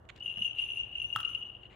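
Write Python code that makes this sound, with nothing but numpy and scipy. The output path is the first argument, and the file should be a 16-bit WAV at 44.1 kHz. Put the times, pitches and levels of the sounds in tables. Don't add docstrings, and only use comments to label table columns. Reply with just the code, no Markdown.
import sys
import numpy as np
from scipy import signal
from scipy.fft import rfft, irfft
from scipy.io import wavfile

SR = 44100
rng = np.random.default_rng(int(sys.argv[2]) if len(sys.argv) > 2 else 0)


def natural_amplitude(level_db):
    exponent = np.asarray(level_db, float) / 20
    return 10 ** exponent


def int16_out(signal):
    q = np.round(np.clip(np.atleast_2d(signal).T, -1, 1) * 32767)
    wavfile.write(sys.argv[1], SR, q.astype(np.int16))


N = 77175

HALVES = np.array([[.5], [-.5]])
BELL_HZ, BELL_LEFT_DB = 2830, 5
RISE_S = 0.0032


def slot_tone():
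    # start in seconds, level in dB, ring length in seconds, pitch in Hz, left-right phase in rad.
    early = [(0.2062, -35.6, 0.01, 2870, 0.2), (0.2258, -33.0, 0.0053, 2930, 0.1),
             (0.2595, -29.0, 0.0064, 2850, -0.8), (0.267, -33.3, 0.0066, 2840, -0.4),
             (0.2792, -30.2, 0.0051, 2830, 0.2), (0.2933, -30.4, 0.0039, 2830, -1.7),
             (0.2981, -30.3, 0.0081, 2800, -0.6), (0.3121, -30.2, 0.0054, 2820, 0.1),
             (0.3192, -34.0, 0.0075, 2820, -0.5), (0.3393, -34.1, 0.003, 2890, -0.3),
             (0.3593, -33.8, 0.0056, 2850, -1.9), (0.3707, -30.6, 0.0058, 2850, -2.4),
             (0.3829, -31.3, 0.0028, 2910, -0.0), (0.3915, -28.8, 0.0051, 2830, -2.8),
             (0.407, -31.2, 0.0027, 2890, -3.0), (0.4164, -23.3, 0.0028, 2900, -2.3),
             (0.4207, -22.1, 0.0073, 2870, -0.3), (0.4317, -24.9, 0.0053, 2830, -0.2),
             (0.4538, -22.7, 0.0061, 2830, 1.5), (0.4616, -26.7, 0.0082, 2840, -2.1),
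             (0.4773, -26.1, 0.0052, 2820, 0.1), (0.4957, -32.0, 0.0079, 2800, -0.7),
             (0.5095, -28.9, 0.0058, 2850, -2.9), (0.5313, -33.1, 0.0039, 2860, -3.1),
             (0.5856, -29.9, 0.0047, 2820, -0.5), (0.5921, -23.4, 0.0093, 2810, -0.3),
             (0.6073, -26.4, 0.0042, 2830, -0.2), (0.6164, -28.2, 0.0037, 2910, -1.9),
             (0.6228, -24.2, 0.004, 2890, 3.0), (0.6284, -28.6, 0.0076, 2820, 1.5),
             (0.6377, -26.4, 0.0043, 2890, 2.9), (0.6626, -29.1, 0.0076, 2790, -0.4),
             (0.6882, -30, 0.005, 2800, -0.2), (0.6933, -28.7, 0.0029, 2820, 2.5),
             (0.7017, -28.5, 0.0066, 2820, -0.9)]
    # [s, dB, s, Hz, rad].
    late = [(0.7104, -32.9, 0.0032, 2820, 2.2), (0.7185, -28.8, 0.0057, 2830, -3.0),
            (0.7326, -29.7, 0.0056, 2860, 2.8), (0.7721, -27.0, 0.0048, 2780, -0.4),
            (0.7827, -32.1, 0.0086, 2760, -0.8), (0.7922, -31.9, 0.0064, 2850, -3.1),
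            (0.8001, -25.9, 0.0057, 2780, 2.7), (0.8081, -29.8, 0.005, 2890, -3.0),
            (0.8334, -29.9, 0.0047, 2860, 2.8), (0.8427, -32.9, 0.0038, 2900, -3.1),
            (0.9274, -34.7, 0.0052, 2870, 0.3), (0.9537, -27.1, 0.009, 2820, 1.3),
            (0.9736, -32.6, 0.0056, 2780, 1.7), (0.9809, -28.9, 0.007, 2810, 2.5),
            (0.9994, -28.9, 0.0076, 2820, -0.2), (1.017, -27.6, 0.0106, 2780, -0.9),
            (1.0444, -27.6, 0.0161, 2810, 2.8), (1.1019, -32.6, 0.0057, 2830, -0.3),
            (1.1273, -25.7, 0.0112, 2840, 1.3), (1.151, -31, 0.011, 2830, 0.9),
            (1.1722, -32.6, 0.0099, 2810, -0.0), (1.1973, -29.7, 0.0074, 2840, 2.4),
            (1.2305, -29.1, 0.0075, 2850, -0.4), (1.2493, -22.3, 0.0066, 2830, -0.4),
            (1.2753, -30.8, 0.0059, 2830, 3.1), (1.3317, -33.4, 0.0078, 2820, -0.3),
            (1.3486, -24.5, 0.0087, 2830, -0.3), (1.3596, -32.6, 0.0063, 2820, -1.0),
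            (1.3751, -31.3, 0.0042, 2860, -3.1), (1.4248, -30.0, 0.011, 2870, -0.5),
            (1.4513, -36.5, 0.0083, 2880, 0.5), (1.4978, -35.7, 0.0059, 2850, -0.7),
            (1.5505, -38.9, 0.0045, 2850, -0.3), (1.5671, -40.3, 0.0042, 2870, -0.3),
            (1.6638, -45, 0.005, 2840, 0)]
    # [s, dB, s, Hz, rad].
    faint = [(0.446, -27.5, 0.0084, 2860, 0.2), (0.547, -39.5, 0.0045, 2980, 0.24),
             (1.414, -41, 0.021, 2863, 0.2), (1.528, -44.5, 0.0058, 2857, 0.29),
             (1.6331, -42, 0.005, 2814, 0.23), (1.6548, -43, 0.0048, 2874, 0.18)]
    twin_hz, twin_spread_hz, twin_db, twin_t60_s = 200, 210, -8.5, 0.025
    sag_db, damp_t60_s = -4, 0.03
    strikes = early + late + faint
    out, t = np.zeros((2, N)), np.arange(3000) / SR
    luck = rng.uniform(-0.92, 1, (len(strikes), 4))
    for (s, db, length, hz, turn), (phase, pan, apart, twin_phase) in zip(strikes, luck):
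        hold = length * 0.8
        swell = np.sin(np.pi / 2 * np.minimum(t / RISE_S, 1)) ** 2
        damping_db = 60 * np.maximum(t - hold - RISE_S / 2, 0) / damp_t60_s
        shape = swell * natural_amplitude(sag_db * t / hold - damping_db)
        facing = turn * HALVES
        twin_mode = (hz + twin_hz + twin_spread_hz * apart, twin_db, twin_t60_s)
        twin = ring([twin_mode], t, np.pi * twin_phase - facing)
        tone = np.sin(2 * np.pi * hz * t + np.pi * phase + facing) + twin
        add(out, s - RISE_S / 2, natural_amplitude(db + 1.0) * sides(BELL_LEFT_DB + 4.4 * pan) * shape * tone)
    return out


def rolling():
    # frequency in Hz, level in dB.
    clatter = [(3400, 16), (5000, -17.5), (7500, -4), (9000, -49), (12500, 0.5), (15500, -41.5)]
    roll_db, roll_width_hz, roll_per_s = -4, 170, 400
    clatter_db, clatter_follow = -73, 0.58
    taps = clicks(roll_per_s, spread_db=0.0)
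    hum = resonate(taps, BELL_HZ * swing(0.97), roll_width_hz)
    tone = natural_amplitude(roll_db + effort(axis=1)) * sides(BELL_LEFT_DB) * hum
    grit = signal.lfilter([1], [1, -0.98], abs(taps)) * 0.057 + 1
    noise = grit * rng.standard_normal((2, N))
    dry_noise = evened(colour(noise, lambda hz: read([(500, -58.5)] + clatter, hz)))
    return tone + natural_amplitude(clatter_db + clatter_follow * (effort(axis=2) + 86)) * dry_noise


def shell():
    # frequency in Hz, level when tumbled in dB, level when struck in dB, left-right phase in rad.
    shell_modes = [
        (5980, 7, -3, -2.4),
        (6150, 0, -1, -1.5),
        (9980, 5, -6.5, 1.45),
        (10870, -2, -4, 1.5),
        (15450, -14, -26, 0),
    ]
    # start in seconds, level in dB.
    rim_hits = [(0.227, -70.5), (0.448, -76), (0.606, -77), (0.7689, -76.5), (1.071, -76.5), (1.2593, -69),
                (1.2888, -65.5)]
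    # start in seconds, level in dB.
    top_hits = [(.603, -71), (.666, -74), (.769, -66)]
    tumble_per_s, width_hz, t60_s, hit_spread_db = 110, 95, 0.5, 6
    out, t = np.zeros((2, N)), np.arange(SR // 2) / SR
    drift = swing(0.3)
    luck = rng.uniform(-1, 1, (len(rim_hits), len(shell_modes), 3))
    for k, (hz, tumbled_db, struck_db, lag) in enumerate(shell_modes):
        taps = clicks(tumble_per_s, spread_db=3.5)
        flicker = resonate(taps, hz * drift, width_hz * hz / 8000, lag * HALVES)
        out += natural_amplitude(tumbled_db + effort(axis=2)) * flicker
        for (s, db), (size, phase, tune) in zip(rim_hits, luck[:, k]):
            hit_hz = hz * drift[round(s * SR)] * (1 + 0.0015 * tune)
            mode = (hit_hz, db + struck_db + hit_spread_db * size, t60_s)
            add(out, s, np.minimum(t / 0.003, 1) * ring([mode], t, np.pi * phase + lag * HALVES))
    top_hz = shell_modes[-1][0]
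    for s, db in top_hits:
        add(out, s, np.minimum(t / RISE_S, 1) * ring([(top_hz, db, 0.15)], t)[None])
    return out


def ticks():
    # start in seconds, level in dB.
    tick_times = [(0.1608, -54.5), (0.1766, -60), (0.1989, -59.5), (0.3787, -56.5), (0.4195, -56),
                  (0.5835, -52.5), (0.5913, -54.5), (1.228, -56.5), (1.2486, -47.5), (1.3475, -54.5)]
    t60_s, tilt_db = 0.022, -16
    out, t = np.zeros((2, N)), np.arange(1024) / SR
    for s, db in tick_times:
        noise = rng.standard_normal((3, 1024))
        noise = noise[:1] + 1.8 * noise[1:]
        snap = evened(colour(noise, lambda hz: tilt_db * abs(np.log2((hz + 50) / 3500))))
        add(out, s, np.minimum(t / 0.0015, 1) * natural_amplitude(db + 2.5 - 60 * t / t60_s) * snap)
    return out


def knock():
    # start in seconds, level in dB, brightness in dB, left-right difference in dB.
    knocks = [
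        (1.16, -19, -1, 2.5),
        (1.167, -37.5, -4.5, -7.5),
        (1.1864, -34.5, -0.5, -3.5),
        (1.203, -36.5, 8.5, 7),
        (1.2363, -44, -11, 7),
        (1.2909, -45, 4, -6.5),
    ]
    # frequency in Hz, level in dB, T60 in seconds.
    wood = [
        (115.6, -25.5, 0.12),
        (826, -17.5, 0.024),
        (1313, -1.5, 0.025),
        (1900, -6, 0.0064),
    ]
    # frequency in Hz, level in dB, T60 in seconds.
    wood_crack = [(3227, -2.5, 0.011), (4100, -26, 0.014), (5070, -20, 0.0085), (6896, -33.5, 0.019),
                  (9960, -25.5, 0.013)]
    tail_db, tail_t60_s, tail_hz, tail_width_hz = -44, 0.62, 1290, 240
    out, t = np.zeros((2, N)), np.arange(SR // 3) / SR
    for s, db, bright_db, pan_db in knocks:
        crack = ring(wood_crack, t) + natural_amplitude(-23.5 - 60 * t / 0.032) * rng.standard_normal((2, len(t)))
        blow = ring(wood, t, 0.37 * HALVES) + natural_amplitude(bright_db) * crack
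        add(out, s, np.minimum(t / 0.0013, 1) ** 2 * natural_amplitude(db + 4.0) * sides(pan_db) * blow)
    tail = resonate(rng.standard_normal((2, len(t))), tail_hz, tail_width_hz)
    add(out, knocks[0][0], np.minimum(t / 0.023, 1) * natural_amplitude(tail_db - 60 * t / tail_t60_s) * tail)
    return out


def scuffs():
    # start in seconds, length in seconds, level in dB, left-right difference in dB, brightness in dB per octave.
    rubs = [(0.051, 0.00503, -71, -8, 6), (0.0888, 0.0041, -53, -19, 5.5), (0.0913, 0.015, -47, -8.5, 0),
            (0.152, 0.039, -63, 6, 1), (0.364, 0.028, -59, 2.5, -11), (0.57, 0.074, -69.5, -10, 13.5),
            (1.066, 0.0052, -70, -13.5, 30.5), (1.223, 0.031, -66, -11.5, 6), (1.611, 0.069, -69.5, 9, 1.5),
            (1.695, 0.075, -63, 7, -0.5)]
    # frequency in Hz, level in dB.
    cloth = [(600, -36), (1100, -5), (2290, 5.5), (3900, -3.5), (5500, -30), (7100, -17.5), (12000, -57.5)]
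    out = np.zeros((2, N))
    for s, length, db, pan_db, tilt_db in rubs:
        grit = rng.standard_normal((3, 4096)) * natural_amplitude(2 * rng.exponential(1, 4096))
        grit = grit[:1] + 0.31 * grit[1:]
        grit = evened(colour(grit, lambda hz: read(cloth, hz) + tilt_db * np.log2((hz + 50) / 2500)))
        u = np.minimum(np.arange(4096) / SR / length, 1)
        add(out, s, natural_amplitude(db) * sides(pan_db) * np.sin(np.pi * u) ** 0.59 * (u < 1) * grit)
    return out


def thumps():
    # start in seconds, level in dB, pitch in Hz.
    bumps = [
        (0.366, -48, 190),
        (.37, -58, 680),
        (0.403, -45, 195),
    ]
    length_s = 0.023
    out, t = np.zeros((2, N)), np.arange(0, length_s, 1 / SR)
    for s, db, hz in bumps:
        add(out, s, natural_amplitude(db) * np.sin(np.pi * t / length_s) ** 2 * np.sin(2 * np.pi * hz * t)[None])
    return out


def yard(x):
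    level_db, t60_s = -15, 0.25
    t = np.arange(SR // 4) / SR
    hits = (rng.random((2, len(t))) < 0.03) * (t > 0.008)
    taps = rng.choice([-1, 1], (2, len(t))) * hits * natural_amplitude(-60 * t / t60_s)
    return natural_amplitude(level_db) * signal.fftconvolve(x, taps / np.linalg.norm(taps[0]), axes=1)[:, :N]


def air():
    # frequency in Hz, level in dB.
    air_colour = [(20, -22), (60, 1.5), (250, -10.5), (750, -11.5), (1800, -22.5), (2600, -44),
                  (15600, -56)]
    # frequency in Hz, left-right likeness as a ratio.
    likeness = [(60, 0.94), (150, 0.85), (300, 0.69), (700, 0.073), (2000, 0.048)]
    # frequency in Hz, level in dB, width in Hz.
    hum_bands = [
        (75.7, -67.5, 15),
        (114.3, -63.5, 20),
        (365, -73.5, 61),
    ]
    a, b = rfft(rng.standard_normal((2, N)))
    hz = np.fft.rfftfreq(N, 1 / SR)
    same = np.clip(read(likeness, hz), -1, 1)
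    pair = np.array([a, same * a + np.sqrt(1 - same ** 2) * b])
    wash = irfft(pair * natural_amplitude(read(air_colour, hz)), N)
    hums = sum(natural_amplitude(db) * resonate(rng.standard_normal(N), f, width_hz) for f, db, width_hz in hum_bands)
    return natural_amplitude(-58.5) * evened(wash) + hums


def swing(share):
    # time in seconds, pitch in Hz.
    drift_points = [(.2, 2865), (0.501, 2850), (.79, 2799), (0.999, 2829), (1.501, 2884)]
    return (np.interp(np.arange(N) / SR, *np.transpose(drift_points)) / BELL_HZ) ** share


def effort(axis):
    # time in seconds, level of the rolling pea in dB, level of the pea tumbling against the rim in dB.
    shake = np.array([(0.081, -78, -112), (.2, -54.5, -104), (.26, -37, -76), (0.347, -45.5, -81.5),
                      (0.449, -37, -66.5), (0.543, -44.5, -89), (0.599, -33.5, -72), (0.738, -41.5, -75),
                      (0.782, -37.5, -72.5), (0.891, -45, -97.5), (1.019, -38.5, -75), (1.079, -49, -82.5),
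                      (1.2, -39.5, -76), (1.3, -39.5, -78), (1.562, -51.5, -104), (1.74, -62.5, -110)])
    return np.interp(np.arange(N) / SR, shake[:, 0], shake[:, axis])


def clicks(per_s, spread_db):
    size = natural_amplitude(spread_db * np.minimum(rng.exponential(1, (2, N)), 5)) * rng.choice([-1, 1], (2, N))
    train = size * (rng.random((2, N)) < per_s / SR)
    return evened(train + 0.28 * train[::-1])


def ring(modes, t, phase=0):
    return sum(natural_amplitude(db - 60 * t / t60) * np.sin(2 * np.pi * hz * t + phase) for hz, db, t60 in modes)


def resonate(x, hz, width_hz, lag=0):
    turn = np.exp(2j * np.pi * np.cumsum(hz * np.ones(x.shape[-1])) / SR)
    r = np.exp(-np.pi * width_hz / SR)
    smooth = signal.lfilter([1], [1, -2 * r, r * r], x / turn)
    return evened((turn * np.exp(1j * lag) * smooth).real)


def colour(x, gain_db):
    gain = natural_amplitude(gain_db(np.fft.rfftfreq(x.shape[-1], 1 / SR)))
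    return irfft(rfft(x) * gain, x.shape[-1])


def read(points, hz):
    f, value = np.transpose(points)
    return np.interp(np.log(hz + 1), np.log(f + 1), value)


def evened(x):
    return x / np.sqrt(np.mean(x ** 2) + 1e-20)


def sides(pan_db):
    return natural_amplitude(np.array([[pan_db / 2], [-pan_db / 2]]))


def add(mix, s, sound):
    part = mix[:, round(s * SR):][:, :sound.shape[-1]]
    part += sound[..., :part.shape[1]]


def scene():
    bell = slot_tone() + rolling() + shell() + ticks()
    near = bell + knock() + scuffs() + thumps()
    return near + yard(near) + air()


def top_cut(x):
    return signal.sosfilt(signal.butter(12, 15710, fs=SR, output="sos"), x)


def record(dry):
    low_pass = signal.firwin(511, 15750, window=("kaiser", 9), fs=SR)
    cut = signal.oaconvolve(dry, low_pass[None], "same")
    return top_cut(cut)


dry = scene()
out = record(dry)
int16_out(out)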